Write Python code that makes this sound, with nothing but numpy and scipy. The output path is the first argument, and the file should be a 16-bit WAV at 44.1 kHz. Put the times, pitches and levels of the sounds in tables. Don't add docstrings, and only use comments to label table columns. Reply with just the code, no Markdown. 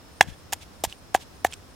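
import sys
import numpy as np
from scipy import signal
from scipy.fft import rfft, irfft
from scipy.io import wavfile

SR = 44100
rng = np.random.default_rng(int(sys.argv[2]) if len(sys.argv) > 2 else 0)


def transcribe(u):
    v = np.clip(np.atleast_2d(u).T, -1, 1)
    q = np.round(v * 32767).astype(np.int16)
    wavfile.write(sys.argv[1], SR, q)


N = 77175


def amp(db):
    return 10 ** (np.asarray(db) / 20)


def unit(x):
    return x / np.sqrt(np.mean(x ** 2) + 1e-20)


def read(points, hz):
    f, value = np.transpose(points)
    return np.interp(np.log(hz + 1), np.log(f + 1), value)


def add(mix, s, sound):
    part = mix[..., round(s * SR):][..., :sound.shape[-1]]
    part += sound[..., :part.shape[-1]]


def clock(n):
    return np.arange(n) / SR


def crackle(spectrum, tilt_db, grain_db, spread, size=8192):
    hz = np.fft.rfftfreq(size, 1 / SR)
    grain = amp(grain_db * np.minimum(rng.exponential(1, size), 4))
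    z = rng.standard_normal((2, size)) * grain
    octaves = np.log2(np.maximum(hz, 500) / 500)
    colour = amp(read(spectrum, hz) + tilt_db * octaves)
    low_cut = hz / (hz + 100)
    middle, side = irfft(rfft(z) * colour * low_cut)
    return unit(np.array([middle + spread * side, middle - spread * side]))


def ring(modes, t, ratio):
    return sum(amp(db - 60 * t / t60) * np.sin(2 * np.pi * hz * ratio * t) for hz, db, t60 in modes)


# (frequency [Hz], relative level [dB])
AIR_COLOUR = [(15, -42.5), (25, -14.5), (80, -3), (102, -8.5), (127, -11), (301, -13.5), (394, -17),
              (439, -15.5), (818, -19), (1290, -21), (2110, -27), (5280, -29.5), (16000, -41)]
# (frequency [Hz], likeness [0 to 1])
AIR_LIKENESS = [(60, 0.57), (240, 0.5), (950, 0.26), (3770, 0.082), (15000, 0.23)]
# (frequency [Hz], width at half amplitude [Hz], level [dB])
STEADY_BANDS = [(83.2, 22, -58.5), (5290, 330, -66)]
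AIR_DB, DRIFT_DB = -49, .4


def air():
    hz = np.fft.rfftfreq(N, 1 / SR)
    a, b, c, d = rfft(rng.standard_normal((4, N)))
    same = read(AIR_LIKENESS, hz)

    def pair(p, q):
        return np.array([p, same * p + np.sqrt(1 - same ** 2) * q])

    drift = unit(irfft(rfft(rng.standard_normal(N)) * np.exp(-hz / 8), N))
    wash = unit(irfft(pair(a, b) * amp(read(AIR_COLOUR, hz)), N))
    out = amp(AIR_DB + DRIFT_DB * drift) * wash
    for centre, width, db in STEADY_BANDS:
        band = pair(c, d) / (1 + (2 * (hz - centre) / width) ** 2)
        out += amp(db) * unit(irfft(band, N))
    return out


CHIRP_TIMES = [.135, .340, .550, .760, .942, 1.361, 1.530, 1.700]
CHIRP_HZ, CHIRP_WIDTH_HZ, CHIRP_DB = 8950, 110, -66
SYLLABLE_GAP_S, SYLLABLE_S = .045, .013


def insect():
    hz, t = np.fft.rfftfreq(N, 1 / SR), clock(N)
    band = np.exp(-((hz - CHIRP_HZ) / CHIRP_WIDTH_HZ) ** 2)
    tone = unit(irfft(rfft(rng.standard_normal((2, N))) * band, N))
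    gate = np.zeros(N)
    for s in CHIRP_TIMES:
        for start in (s, s + SYLLABLE_GAP_S):
            gate += np.exp(-((t - start) / SYLLABLE_S) ** 2 / 2)
    return amp(CHIRP_DB) * gate * (tone + 0.46 * tone[::-1])


# (frequency [Hz], t60 [s])
GROUND_SCATTER = [(200, 0.36), (800, 0.09), (3000, 0.099), (12000, 0.17)]
NEAR_DB, FAR_DB, FAR_T60_S, TAIL_RISE_S = -26, -40, .5, 0.0048


def yard(x):
    noise = rng.standard_normal((2, SR // 2))
    hz, t, z = signal.stft(noise, SR, nperseg=256)
    decay = amp(-60 * t / read(GROUND_SCATTER, hz)[:, None])
    near = signal.istft(z * decay, SR, nperseg=256)[1][:, :SR // 2]
    t = clock(SR // 2)
    far = noise[::-1] * amp(-60 * t / FAR_T60_S)
    tail = sum(amp(db) * v / np.linalg.norm(v[0]) for v, db in [(near, NEAR_DB), (far, FAR_DB)])
    tail = tail * np.minimum(t / TAIL_RISE_S, 1)
    return signal.fftconvolve(x, tail, axes=1)[:, :N]


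# (time of the midpoint [s], level [dB], frequency that sets the speed [Hz], side [0 left to 1 right])
THUD_AND_PUFFS = [(.2108, -15.5, 170, 0.487), (0.248, -34, 150, .03), (0.275, -30.5, 92, .03),
                  (0.2877, -25.5, 116, 0.038), (.304, -32.5, 60.5, .03), (.324, -34.5, 55, .03),
                  (.8755, -30, 80, .97)]


def thud_and_puffs():
    out = np.zeros((2, N))
    for s, db, hz, side in THUD_AND_PUFFS:
        u = 2 * np.pi * hz * (clock(N) - s)
        push_pull = u * np.exp((1 - u ** 2) / 2)
        out -= amp(db) * np.outer([1 - side, side], push_pull)
    return out


# (frequency [Hz], balance [dB])
LEFT_OVER_RIGHT = [(60, -1), (150, -0.5), (380, -1), (950, 1.5), (2380, -4), (5980, -0.5), (15000, -0.5)]
# (delay left [s], delay right [s], treble level [dB])
CLOSE_REFLECTIONS = [(.00031, 0.00034, -28.5), (.00118, .00083, -13.5)]
REFLECT_ABOVE_HZ = 4500


def ports(x):
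    hz = np.fft.rfftfreq(N, 1 / SR)
    half = amp(read(LEFT_OVER_RIGHT, hz) / 2)
    echoes = np.zeros((2, len(hz)), complex)
    for left, right, db in CLOSE_REFLECTIONS:
        echoes += amp(db) * np.exp(-2j * np.pi * np.outer([left, right], hz))
    treble = hz / np.hypot(hz, REFLECT_ABOVE_HZ)
    return irfft(rfft(x) * np.array([half, 1 / half]) * (1 + echoes * treble), N)


# (time of the peak [s], swell [s], fade [s], level [dB], rubbing of the rim over the suction [dB])
PESTLE_LIFTS = [(.290, .014, 0.0177, -49, -4), (0.339, 0.012, 0.0059, -58, 3),
                (.629, 0.017, 0.0089, -47, -26), (0.914, 0.028, 0.022, -49.5, -17),
                (1.22, 0.016, 0.014, -47, -22), (1.534, 0.021, 0.0092, -47.5, -26)]
# (frequency [Hz], relative level [dB])
SUCTION_COLOUR = [(500, -34), (1500, -12.5), (2400, -5.5), (3100, -3.5), (4500, -9), (7500, -11),
                  (11000, -18), (16000, -27)]
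# (frequency [Hz], relative level [dB])
RUB_COLOUR = [(300, -21), (780, 0), (1200, -12), (1750, 0.5), (2400, -10.5), (3200, -14), (3375, 5),
              (3560, -11.5), (6000, -25.5), (16000, -46)]
# (time [s], level [dB], frequency [Hz], t60 [s], snap over the tone [dB])
BUBBLE_POPS = [(0.6235, -36, 5450, 0.002, -17), (0.898, -33, 4500, 0.0041, -9),
               (0.9256, -28, 2940, 0.015, -12.5), (1.515, -35, 9600, 0.0036, -25),
               (1.5251, -26, 3200, 0.0075, -16.5), (1.5335, -30.5, 2570, 0.0084, -3),
               (1.5383, -36.5, 3100, .006, 6)]
# (frequency [Hz], relative level [dB])
SNAP_COLOUR = [(500, -35), (1500, -29), (2300, -7), (3500, -4), (5000, -3), (8000, -3.5), (11000, -20.5),
               (16000, -38)]


def lifts():
    out = np.zeros((2, N))
    for s, swell, fade, db, rub_db in PESTLE_LIFTS:
        fizz = crackle(SUCTION_COLOUR, 0, grain_db=2.0, spread=0.65)
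        z = fizz + amp(rub_db) * crackle(RUB_COLOUR, 0, grain_db=4.5, spread=.2)
        half = z.shape[1] / SR / 2
        t = clock(z.shape[1]) - half
        envelope = np.exp(-abs(t / np.where(t < 0, swell, fade)) ** 2.4 / 2)
        add(out, s - half, amp(db) * z * envelope)
    for s, db, hz, t60, snap_db in BUBBLE_POPS:
        z = crackle(SNAP_COLOUR, 0, grain_db=0, spread=0.17)
        t = clock(z.shape[1])
        snap = amp(snap_db) * z * np.exp(-t / 0.0018)
        add(out, s, amp(db) * (ring([(hz, 0, t60)], t, 1) + snap))
    return out


# (time [s], length before the fall [s], level [dB], brightness above 500 Hz [dB per octave])
BLOW_BURSTS = [(0.208, 0.0017, -22, -2.5), (.2092, 0.0026, -11.5, -2), (0.216, .012, -37, 0.5),
               (0.2263, 0.0026, -32.5, 0), (.232, 0.007, -47.5, -2.5), (.5232, 0.0025, -28.5, 1.5),
               (0.527, 0.0027, -25, 0.5), (0.53, 0.011, -35, -1.5), (0.5324, 0.0011, -17.5, 2.5),
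               (.8370, 0.005, -22, 3.5), (0.8398, 0.0056, -29, 1), (0.847, 0.0043, -23, 0.5),
               (0.852, 0.013, -47, 1.5), (1.1435, 0.0055, -24, 0), (1.153, 0.00071, -23.5, 0.5),
               (1.158, 0.0058, -33, -2.5), (1.161, 0.016, -44, -4), (1.4449, 0.0047, -26, 1),
               (1.449, 0.0051, -32, 10.5), (1.455, 0.016, -37, -0.5)]
# (frequency [Hz], relative level [dB])
BURST_COLOUR = [(200, -23), (500, -5), (850, 17.5), (1300, -3), (1800, 10), (2400, 4), (3200, 8.5),
                (4500, 2.5), (6500, 7), (10000, -0.5), (13000, -3), (16000, -11.5)]
BURST_RISE_S, BURST_FALL_S, BURST_GRAIN_DB = .0007, 0.0022, 2.2


def blow_bursts():
    out = np.zeros((2, N))
    for s, length, db, tilt_db in BLOW_BURSTS:
        z = crackle(BURST_COLOUR, tilt_db, grain_db=BURST_GRAIN_DB, spread=0.26)
        t = clock(z.shape[1])
        rise = np.minimum(t / BURST_RISE_S, 1)
        fall = np.exp(-np.maximum(t - length, 0) / BURST_FALL_S)
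        add(out, s, amp(db) * z * rise * fall)
    return out


# (time [s], level [dB], clack [dB], rim ring [dB], contact [s],
# pitch ratio of the hollow, pitch ratio of the clack, time until the paste smothers the ring [s])
STONE_KNOCKS = [(.2094, 2, 6.5, 5, 0.00021, 1.03, 0.99, 0.006),
                (.5278, -21.5, 1, -8, 0.00023, 1.05, 0.97, 0.028),
                (0.8389, -5, -23, -20, 0.0015, 0.97, 1.2, 0.0052),
                (1.1481, -2, -8, -46, 0.00012, 0.992, 0.915, 0.0096),
                (1.4483, -3, -3.5, -15, 0.00034, 0.98, 1.022, 0.0072)]
# (frequency [Hz], level [dB], t60 [s])
HOLLOW_MODES = [(417, -23.5, 0.02), (600, -15, 0.013), (763.5, -1.5, 0.036), (920, -22.5, .035),
                (1080, -9, .011)]
# (frequency [Hz], level [dB], t60 [s])
CLACK_MODES = [(1546, -22, 0.013), (1760, -2, 0.019), (1873, -9, 0.024), (2074, -5, 0.013),
               (2750, -12, 0.021)]
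# (frequency [Hz], level [dB], t60 [s])
RIM_MODES = [(2528, -7, 0.0099), (3356, -20, 0.04), (3900, -22.5, 0.011), (5800, -40, 0.0099),
             (7000, -46.5, 0.0085)]
GROUND_HZ, GROUND_T60_S, GROUND_DB, GROUND_LAG_S = 80, .17, -39, .0015
RADIATE_HZ, BUILD_UP_S = 255, 0.00031


def knocks():
    out, t, hz = np.zeros(N), clock(SR // 4), np.fft.rfftfreq(N, 1 / SR)
    small_body = signal.butter(3, RADIATE_HZ, "high", fs=SR, output="sos")
    thump = ring([(GROUND_HZ, GROUND_DB, GROUND_T60_S)], t, 1)
    for s, db, clack_db, rim_db, contact, hollow_ratio, clack_ratio, smother in STONE_KNOCKS:
        bowl = ring(HOLLOW_MODES, t, hollow_ratio) + amp(clack_db) * ring(CLACK_MODES, t, clack_ratio)
        smothered = bowl * np.exp(-(t / smother) ** 2)
        stone = smothered + amp(rim_db) * ring(RIM_MODES, t, 1)
        blow = np.zeros(N)
        add(blow, s, amp(db) * stone * (1 - np.exp(-t / BUILD_UP_S)))
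        softened = irfft(rfft(blow) * np.exp(-(hz * contact) ** 2 / 2), N)
        out += signal.sosfilt(small_body, softened)
        add(out, s + GROUND_LAG_S, thump)
    return out


def scene():
    mortar = knocks() + blow_bursts() + lifts()
    return ports(mortar) + yard(mortar) + thud_and_puffs() + air() + insect()


CLIP_AT, EDGE_HZ = 1.0, 16150


def record(dry):
    held = dry / (1 + (dry / CLIP_AT) ** 10) ** (1 / 10)
    band_limit = signal.firwin(255, EDGE_HZ, window=("kaiser", 8), fs=SR)
    return signal.oaconvolve(held, band_limit[None], "same")


dry = scene()
out = record(dry)
transcribe(out)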